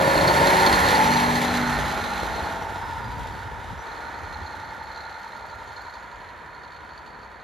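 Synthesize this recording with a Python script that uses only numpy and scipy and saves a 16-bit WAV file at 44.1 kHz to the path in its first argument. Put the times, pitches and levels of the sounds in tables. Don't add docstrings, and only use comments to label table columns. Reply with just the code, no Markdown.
import sys
import numpy as np
from scipy import signal
from scipy.fft import rfft, irfft, next_fast_len
from scipy.io import wavfile
from scipy.ndimage import uniform_filter1d

SR = 44100
rng = np.random.default_rng(int(sys.argv[2]) if len(sys.argv) > 2 else 0)


def master_out(mix):
    frames = np.transpose(np.atleast_2d(mix))
    ceiling = np.clip(frames, -1, 1)
    pcm = np.round(ceiling * 32767).astype(np.int16)
    wavfile.write(sys.argv[1], SR, pcm)


N = 327743
TIME = np.arange(N) / SR
SIZE = next_fast_len(N + SR // 10, True)
BINS = np.maximum(np.fft.rfftfreq(SIZE, 1 / SR), 1)

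ROAR_REPEAT, ROAR_MEMORY = 0.4, 0.75
CLATTER_REPEAT, CLATTER_MEMORY = 0.55, 0.58
ROAR_FLICKER_DB = 1.6

# (frequency [Hz], relative density [dB per Hz])
ROAR_BESIDE = [(60, -33), (130, 0.5), (200, -5.5), (330, -0.5), (450, -3), (600, 1.5), (800, -5.5),
               (1400, -21), (4000, -62)]
# (frequency [Hz], relative density [dB per Hz])
ROAR_DISTANT = [(60, -25), (130, -1.5), (220, -1.5), (330, -3.5), (420, -0.5), (520, -0.5), (640, -10.5),
                (800, 3), (1400, -12.5), (4000, -74)]
# (time [s], half length [s], lift [dB])
ROAR_LIFTS = [(2.45, 0.07, 3), (5.1, 0.22, -4), (7.15, 0.091, 3)]


def roar(turns):
    loose = pulsing(turns, depth=0.8, decay_s=0.0064)
    low = repeating(turns, ROAR_REPEAT, ROAR_MEMORY, loose)
    tone = near_to_far(coloured(low, ROAR_BESIDE), -0.5, coloured(low, ROAR_DISTANT), 0.5)
    flicker_db = (0.5 - bay()) * ROAR_FLICKER_DB * drift(9.8)
    gain = passing(level_db=-23.5, abreast_s=0.19, distance_m=4.83, falloff=1.613, coasting_db=-1.0)
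    return tone * gain * from_db(humps_db(ROAR_LIFTS) + flicker_db)


# (frequency [Hz], relative density [dB per Hz])
CLATTER_BESIDE = [(300, -39), (600, -26), (760, -3), (1000, -1), (1220, -6.5), (1420, -0.5), (1650, -7),
                  (2100, -8.5), (2500, -18), (3200, -26), (6000, -60)]
# (frequency [Hz], relative density [dB per Hz])
CLATTER_DISTANT = [(300, -34), (600, -1.5), (760, -5), (880, 0), (1020, -9), (1220, 0.5), (1620, -2),
                   (2100, -6.5), (2500, -14.5), (3200, -52), (6000, -58)]
# (frequency [Hz], width [Hz], lift [dB])
BLOCK_RESONANCES = [(733, 59, 2.5), (1803, 210, 5)]


def clatter(turns):
    loose = pulsing(turns, depth=0.028, decay_s=0.0072)
    middle = repeating(turns, CLATTER_REPEAT, CLATTER_MEMORY, loose)
    beside = coloured(middle, CLATTER_BESIDE, BLOCK_RESONANCES)
    distant = coloured(middle, CLATTER_DISTANT, BLOCK_RESONANCES)
    gain = passing(level_db=-24.5, abreast_s=0.74, distance_m=2.73, falloff=0.93, coasting_db=-3.5)
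    return near_to_far(beside, 5.5, distant, -0.67) * gain


# (frequency [Hz], relative density [dB per Hz])
HISS_BESIDE = [(1000, -5), (2200, 6), (2900, 1), (3900, 2), (4600, -2), (5100, -5), (7000, -5.5),
               (9000, -3), (10500, -9), (14500, -14.5)]
# (frequency [Hz], relative density [dB per Hz])
HISS_DISTANT = [(1000, -26), (2200, -2), (2900, 0), (3700, 3), (4600, -6), (5100, -8.5), (7000, -8),
                (8800, -13), (10500, -15), (14500, -25)]


def hiss(turns):
    high = from_db(0.73 * drift(22.09)) * pulsing(turns, depth=0.34, decay_s=0.01)
    tone = near_to_far(coloured(high, HISS_BESIDE), 4.5, coloured(high, HISS_DISTANT), 2.0)
    return tone * passing(level_db=-32, abreast_s=0.63, distance_m=3.51, falloff=1.474, coasting_db=-2.0)


CLANG_REPEAT, CLANG_MEMORY = 0.93, 0.72
CLANG_WIDTH_HZ, THROB_LEAD = 210, 0.03
EVEN_S = 0.012

# (time [s], frequency [Hz])
BLOCK_PITCH = [(0, 926), (2, 843), (3, 932), (5, 900), (6, 945), (7.43, 973)]
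# (cycle position [0-1], level [dB])
CYCLE_THROB = [(0, -5), (.035, -1), (.1, -8), (.17, 0), (.31, -2), (.39, 6), (.46, 1), (.52, -7),
               (.575, 10), (.63, 8), (.67, -8), (.72, -3), (.8, -6), (.89, 4)]
# (time [s], half length [s], lift [dB])
CLANG_LIFTS = [(0.81, 0.097, -8), (1.03, 0.048, 3.5), (2.85, 0.26, 3.5), (7.38, 0.094, -2.5)]


def clang(turns):
    hz, = in_time(BLOCK_PITCH)
    position, throb_db = np.transpose(CYCLE_THROB)
    hidden_loss = 1 - 0.42 * ramp(HIDDEN_S, HIDING_S)
    depth = 0.22 + fuel() * (0.95 - 0.54 * bay()) * hidden_loss
    rattle = repeating(turns, CLANG_REPEAT, CLANG_MEMORY, air())
    shake = rms_one(resonate(rattle, hz, width=162))
    power = uniform_filter1d(shake ** 2, int(EVEN_S * SR)) + 1e-3
    even = shake / power ** (.5 * np.clip(depth, 0, 1))
    throb = np.interp((turns + THROB_LEAD) % 1, position, throb_db, period=1)
    ring = rms_one(resonate(even * from_db(depth * throb), hz, CLANG_WIDTH_HZ))
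    gain = passing(level_db=-23.0, abreast_s=0.64, distance_m=2.69, falloff=1.11, coasting_db=0.1)
    return ring * gain * from_db(humps_db(CLANG_LIFTS))


KNOCK_SCATTER, KNOCK_UNEVEN_DB = 0.014, 1.1

# (frequency [Hz], width [Hz], relative level [dB])
STEEL_MODES = [(3605, 200, 0), (4103, 340, 10.5), (6150, 740, -6.5)]
# (time [s], pitch ratio [1])
KNOCK_GLIDE = [(0, 1.055), (1.2, 1.035), (2.0, 1.01), (4.0, 1.025), (5.8, 1.04), (7.0, 1.06)]
# (time [s], level [dB])
KNOCK_ACCENTS = [(0.209, -26), (0.2756, -24), (0.3621, -27), (0.4698, -24), (0.6624, -18), (0.726, -21),
                 (0.738, -33), (0.9178, -30), (0.9497, -26.5), (1.1154, -26), (1.166, -25.5),
                 (1.3523, -30.5), (4.4643, -42), (4.5258, -48), (5.7615, -46), (5.9371, -44.5),
                 (6.2878, -48), (6.9765, -44)]


def knock(turns):
    pitch = in_time(KNOCK_GLIDE)[0] * (1 + KNOCK_SCATTER * drift(45))

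    def ringing(clicks):
        cracks = bursts(clicks, decay_s=0.012)
        return sum(from_db(db) * resonate(cracks, hz * pitch, width) for hz, width, db in STEEL_MODES)

    steady = rms_one(ringing(firings(turns, KNOCK_UNEVEN_DB))) * from_db(2.1 * drift(17))
    gain = passing(level_db=-35.5, abreast_s=0.52, distance_m=2.22, falloff=0.89, coasting_db=-17.0)
    return gain * steady + from_db(8.5) * ringing(clicks_of(KNOCK_ACCENTS))


ORDER_FLICKER_DB, ORDER_WAVER = 1.1, 0.001

# (multiple of cycle rate [1], loudest at [s], half length [s], level [dB])
DRONE_ORDERS = [(6, 0.51, 1.6, -43.5), (9, 0.32, 0.15, -40), (9, 1.23, 0.17, -35.5), (9, 1.75, 0.16, -36.5),
                (11, 0.32, 0.42, -43.5), (11, 1.27, 0.38, -38.5), (12, 0.75, 0.61, -34.5),
                (12, 2.17, 0.32, -44), (15, 0.714, 0.062, -30), (15, 1.22, 0.21, -29.5),
                (15, 1.623, 0.15, -30.5), (15, 1.97, 0.51, -44.5), (18, 1.23, 0.58, -38),
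                (19, 0.44, 0.13, -42), (20, 0.35, 0.27, -37), (21, 0.22, 0.78, -45), (23, 0.257, 0.12, -32),
                (24, 0.56, 0.12, -30), (26, 1.21, 0.39, -39), (30, 0.78, 0.37, -35.5),
                (33, 0.95, 0.15, -36), (36, 0.23, 0.49, -28), (36, 1.05, 0.092, -38), (38, 1.34, 0.33, -41),
                (45, 1.1, 0.2, -43), (48, 1.45, 0.13, -41), (51, 0.64, 0.084, -32), (52, 1.56, 0.12, -43),
                (53, 0.92, 0.14, -36), (54, 0.976, 0.12, -26), (56, 1.19, 0.16, -28),
                (57, 0.6, 0.096, -22.5), (57, 1.08, 0.065, -36), (58, 1.04, 0.28, -39),
                (60, 0.44, 0.23, -29.5), (68.2, 0.76, 0.14, -33)]


def drone(turns):
    gains = {}
    for order, loudest_s, half_s, db in DRONE_ORDERS:
        order = round(order)
        gains[order] = gains.get(order, 0) + from_db(db) * swell(loudest_s, half_s)
    out = np.zeros(N)
    for order, gain in gains.items():
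        phase = order * turns + rng.random() + ORDER_WAVER * order * drift(14.9)
        out += gain * from_db(ORDER_FLICKER_DB * drift(11.9)) * np.sin(2 * np.pi * phase)
    return np.sqrt(2) * out


WHISTLE_WIDTH_HZ, INTAKE_WIDTH_HZ, WHISTLE_WAVER = 55, 280, 0.003

# (time [s], frequency [Hz], level [dB])
MAIN_WHISTLE = [(.5, 5620, -62), (.85, 6050, -57), (1.05, 6020, -42), (1.45, 6170, -51), (1.8, 6260, -50),
                (2.1, 6280, -55), (2.3, 5960, -57), (2.55, 5830, -64), (2.65, 5600, -58), (2.77, 5300, -62),
                (2.88, 5120, -57), (2.94, 5040, -68), (3.05, 4860, -61), (3.17, 4700, -65),
                (3.38, 4420, -58), (3.48, 4340, -76), (3.8, 4500, -88), (5.2, 6540, -78), (5.65, 6660, -64),
                (7.43, 6900, -97)]
# (time [s], frequency [Hz], level [dB])
HIGH_WHISTLE = [(1.2, 6470, -69), (1.551, 6700, -57), (1.8, 6950, -68), (2.201, 6540, -60),
                (2.6, 5980, -78), (3.2, 5650, -82), (3.48, 5120, -72), (3.6, 4900, -76), (3.7, 4900, -66),
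                (3.8, 4730, -80), (3.95, 4700, -99)]
# (time [s], frequency [Hz], level [dB])
INTAKE_SWEEP = [(3.74, 5750, -110), (3.79, 5900, -52), (3.86, 6100, -67), (3.92, 6320, -61),
                (4.0, 6380, -70), (4.14, 6420, -67), (4.5, 6530, -64), (4.9, 6500, -110)]


def turbocharger():
    def breathy(curve, width):
        hz, db = in_time(curve)
        wavering_hz = hz * (1 + WHISTLE_WAVER * drift(25))
        return from_db(db) * rms_one(resonate(rng.standard_normal(N), wavering_hz, width))

    whistles = breathy(MAIN_WHISTLE, WHISTLE_WIDTH_HZ) + breathy(HIGH_WHISTLE, WHISTLE_WIDTH_HZ)
    return whistles + breathy(INTAKE_SWEEP, INTAKE_WIDTH_HZ)


UPPER_RING_HZ, UPPER_RING_WANDER, UPPER_RING_FLICKER_DB = 1430, 0.016, 2.0


def upper_ring(turns):
    hz = UPPER_RING_HZ * (1 + UPPER_RING_WANDER * drift(7))
    rattle = repeating(turns, CLATTER_REPEAT, CLATTER_MEMORY, air())
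    ring = rms_one(resonate(rattle, hz, width=95)) * from_db(UPPER_RING_FLICKER_DB * drift(16))
    return ring * passing(level_db=-39, abreast_s=1.4, distance_m=3.4, falloff=0.66, coasting_db=-1.5)


GEAR_HZ, GEAR_RISE_HZ_PER_S = 598, 25

# (loudest at [s], half length [s], level [dB])
AXLE_SWELLS = [(0.3, 0.25, -34), (1.94, 0.14, -39.5), (2.418, 0.26, -43)]


def transmission():
    gain = sum(from_db(db) * swell(at_s, half_s) for at_s, half_s, db in AXLE_SWELLS)
    hz = (GEAR_HZ + GEAR_RISE_HZ_PER_S * TIME) * (1 + 0.004 * drift(60))
    whine = np.sqrt(2) * np.sin(2 * np.pi * np.cumsum(hz) / SR)
    return gain * from_db(2.2 * drift(20)) * whine


TICKS_FROM_S, TICKS_TO_S, TICK_DB, TICK_SPREAD_DB = 4.382, 5.95, -56.5, 2.5


def ticks(turns):
    first, last = np.interp([TICKS_FROM_S, TICKS_TO_S], TIME, turns)
    s = np.interp(np.arange(first, last), turns, TIME)
    db = TICK_DB + TICK_SPREAD_DB * np.clip(rng.standard_normal(len(s)), -2, 1)
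    cracks = bursts(clicks_of(np.column_stack([s, db])), decay_s=0.007)
    return signal.sosfilt(signal.butter(2, 4500, "high", fs=SR, output="sos"), cracks)


GUST_RAMP_S, GUST_FLUTTER_DB = 0.024, 5.0

# (frequency [Hz], relative density [dB per Hz])
WHEEL_COLOUR = [(15, -49), (28, -45), (42, -4.5), (62, -0.5), (85, 0.5), (120, -9), (180, -27),
                (300, -20.5), (800, -98)]
# (time [s], half length [s], lift [dB])
WHEEL_LIFTS = [(0.3, 0.15, 2.5), (0.8, 0.082, 6.5), (1.8, 0.081, 8), (2.35, 0.14, 4), (3.94, 0.25, -2),
               (5.27, 0.16, -7), (5.55, 0.13, 3.5)]
# (start [s], end [s], deep push [dB], flutter [dB])
WAKE_GUSTS = [(2.824, 3.8, -41, -47.5), (3.056, 3.235, -54, -45), (4.175, 4.465, -43.5, -59)]


def rumble():
    wheels = passing(level_db=-36.5, abreast_s=0.41, distance_m=7.34, falloff=1.28)
    wheels = wheels * from_db(humps_db(WHEEL_LIFTS))
    push, flutter = 0, 0
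    for start_s, end_s, push_db, flutter_db in WAKE_GUSTS:
        gust = ramp(start_s, GUST_RAMP_S) * (1 - ramp(end_s, GUST_RAMP_S))
        push = push + from_db(push_db) * gust
        flutter = flutter + from_db(flutter_db) * gust
    # (frequency [Hz], relative density [dB per Hz])
    flutter_colour = [(40, -21), (110, 7.0), (160, -2), (270, -4.5), (500, -36), (1500, -70)]
    wake = flutter * from_db(GUST_FLUTTER_DB * drift(30)) * coloured(air(), flutter_colour)
    return np.hypot(wheels, push) * coloured(air(), WHEEL_COLOUR) + wake


FIRING_LAG = 0.02

CYLINDER_STRENGTH = [8, 4, 1.5, 7, -2.5, 4]


def firings(turns, uneven_db):
    cylinders = len(CYLINDER_STRENGTH)
    count = np.floor((turns - FIRING_LAG) * cylinders).astype(int)
    at = np.flatnonzero(np.diff(count))
    chance_db = uneven_db * np.clip(rng.standard_normal(len(at)), -2, 2)
    clicks = np.zeros(N)
    clicks[at] = from_db(np.take(CYLINDER_STRENGTH, count[at] % cylinders) + chance_db)
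    return clicks


def pulsing(turns, depth, decay_s):
    pulses = rms_one(bursts(firings(turns, uneven_db=3.0), decay_s))
    return np.sqrt(depth) * pulses + np.sqrt(1 - depth) * air()


COASTING_LOOSENS = 0.55


def repeating(turns, share, memory, loose):
    size = SR // 16
    noise = rng.standard_normal((160, 2, size))
    cycles = signal.lfilter([1], [1, -2 * memory, memory ** 2], noise, axis=0)[20:]
    points = np.arange(len(cycles) * size)
    rattle = np.array([np.interp(turns * size, points, one.ravel()) for one in cycles.swapaxes(0, 1)])
    share = share * (1 - COASTING_LOOSENS * (1 - fuel()))
    return np.sqrt(share * 2 / 3) * rms_one(rattle) + np.sqrt(1 - share) * loose


FUEL_OFF_S, FUEL_ON_S, FUEL_RAMP_S = 2.55, 3.84, 0.1


def fuel():
    return 1 - ramp(FUEL_OFF_S, FUEL_RAMP_S) + ramp(FUEL_ON_S, FUEL_RAMP_S)


TRAIN_M_PER_S = 5.0


def passing(level_db, abreast_s, distance_m, falloff, coasting_db=0):
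    range_m = np.hypot(distance_m, TRAIN_M_PER_S * (TIME - abreast_s))
    return from_db(level_db + coasting_db * (1 - fuel())) * (distance_m / range_m) ** falloff


BAY_ABREAST_S, BAY_HALF_S = 0.23, 1.67


def bay():
    return 1 / (1 + ((TIME - BAY_ABREAST_S) / BAY_HALF_S) ** 2)


def near_to_far(beside, beside_db, distant, distant_db):
    near = bay()
    return near * from_db(beside_db) * beside + (1 - near) * from_db(distant_db) * distant


HIDDEN_S, HIDING_S = 6.03, 0.042

# (frequency [Hz], level [dB])
BODY_SHADOW = [(450, 1), (900, -1), (1600, -1.5), (3000, 1.5), (4300, -3.5), (7000, -2), (10000, -1)]


def hidden(x):
    behind = ramp(HIDDEN_S, HIDING_S)
    shadowed = irfft(rfft(x, SIZE) * from_db(in_pitch(BODY_SHADOW)[0]), SIZE)[..., :N]
    return (1 - behind) * x + behind * shadowed


ENGINE_PASSES_S = 1.446

# (frequency [Hz], likeness beside the car [0-1], likeness behind it [0-1],
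# left-right balance [dB], left leads beside the car [rad], left leads behind it [rad])
STEREO_IMAGE = [(60, .97, .88, 0, 0, 0), (270, .98, .5, -.3, .4, -.15), (550, .93, .82, .7, .7, .25),
                (900, .83, .91, 1.7, .85, .05), (1150, .75, .62, .3, 1.8, -.35),
                (1420, .76, .66, -6, 2.7, -.35), (1600, .8, .55, -6.3, 2.9, .3),
                (1720, .76, .76, -6.8, .4, -.2), (2000, .82, .65, -2.8, .7, .1),
                (2350, .92, .92, -3, .25, .25), (3000, .95, .95, -.6, .15, .2), (3500, .995, .995, 0, 0, 0),
                (5150, .99, .99, 0, 0, 0), (5700, .74, .74, 0, -1, -1), (6900, .8, .8, 0, -1.1, -1.1),
                (8400, .97, .97, 0, -3.1, -3.1), (10500, .6, .6, 0, -4.6, -4.6),
                (11300, .95, .95, 0, -6.28, -6.28), (13200, .9, .9, 0, -6.3, -6.3),
                (14400, .5, .5, 0, -8.8, -8.8)]


def stereo(direct, scattered):
    alike_beside, alike_behind, balance_db, lead_beside, lead_behind = in_pitch(STEREO_IMAGE)
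    beside = 1 / (1 + np.exp((TIME - ENGINE_PASSES_S) / 0.053))
    from_side = channels(direct, scattered, alike_beside, balance_db, lead_beside)
    from_ahead = channels(direct, scattered, alike_behind, balance_db, lead_behind)
    return beside * from_side + (1 - beside) * from_ahead


def channels(direct, scattered, alike, balance_db, lead):
    mid = rfft(direct, SIZE) * np.sqrt((1 + alike) / 2)
    side = rfft(scattered, SIZE) * np.sqrt((1 - alike) / 2)
    balance = from_db(np.array([balance_db, -balance_db]) / 2)
    balance = balance / np.sqrt(np.mean(balance ** 2, axis=0))
    left, right = mid + side, (mid - side) * np.exp(-1j * lead)
    return irfft(balance * np.array([left, right]), SIZE)[:, :N]


def air():
    return rng.standard_normal((2, N))


def bursts(clicks, decay_s):
    envelope = signal.lfilter([1], [1, -np.exp(-1 / (decay_s * SR))], clicks + 1e-18)
    return envelope * air()


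def clicks_of(events):
    s, db = np.transpose(events)
    clicks = np.zeros(N)
    clicks[(s * SR).astype(int)] = from_db(db)
    return clicks


def resonate(x, hz, width):
    r = np.exp(-np.pi * width / SR)
    carrier = np.exp(2j * np.pi * np.cumsum(hz) / SR)
    envelope = signal.lfilter([(1 - r) ** 2], [1, -2 * r, r * r], x * np.conj(carrier) + 1e-18)
    return 2 * np.real(envelope * carrier)


def coloured(x, spectrum, resonances=()):
    db, = in_pitch(spectrum)
    for hz, width, lift_db in resonances:
        db = db + lift_db / (1 + (2 * (BINS - hz) / width) ** 2)
    return rms_one(irfft(rfft(x, SIZE) * from_db(db), SIZE)[..., :N])


def drift(rate):
    knots = rng.standard_normal(4000)
    return rms_one(np.interp(TIME * rate, np.arange(len(knots)), knots))


def ramp(at_s, length_s):
    return .5 + .5 * np.tanh(2 * (TIME - at_s) / length_s)


def swell(at_s, half_s):
    return 1 / (1 + ((TIME - at_s) / half_s) ** 4)


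def humps_db(rows):
    return sum(db * swell(at_s, half_s) for at_s, half_s, db in rows)


def in_time(rows):
    s, *columns = np.transpose(rows)
    return [np.interp(TIME, s, c) for c in columns]


def in_pitch(rows):
    hz, *columns = np.transpose(rows)
    return [np.interp(np.log(BINS), np.log(hz), c) for c in columns]


def from_db(db):
    return 10 ** (np.asarray(db) / 20)


def rms_one(x):
    return x / np.sqrt(np.mean(x ** 2) + 1e-20)


# (time [s], four-stroke cycles [per s])
ENGINE_SPEED = [(0, 15.17), (.35, 15.35), (.55, 15.52), (.95, 15.9), (1.15, 16.02), (1.55, 16.16),
                (1.8, 16.18), (1.95, 15.82), (2.15, 15.56), (2.55, 15.27), (3.8, 10.9), (4.4, 10.98),
                (5, 11.1), (5.8, 11.35), (7.43, 11.9)]


def scene():
    turns = np.cumsum(in_time(ENGINE_SPEED)[0]) / SR
    body = roar(turns) + clatter(turns) + hiss(turns)
    engine = body + clang(turns) + knock(turns) + upper_ring(turns) + ticks(turns)
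    direct, scattered = hidden(engine) + rumble()
    tones = drone(turns) + turbocharger() + transmission()
    return stereo(direct + tones, scattered)


CUTOFF_HZ = 14450


def record(dry):
    return irfft(rfft(dry, SIZE) / (1 + (BINS / CUTOFF_HZ) ** 200), SIZE)[:, :N]


dry = scene()
out = record(dry)
master_out(out)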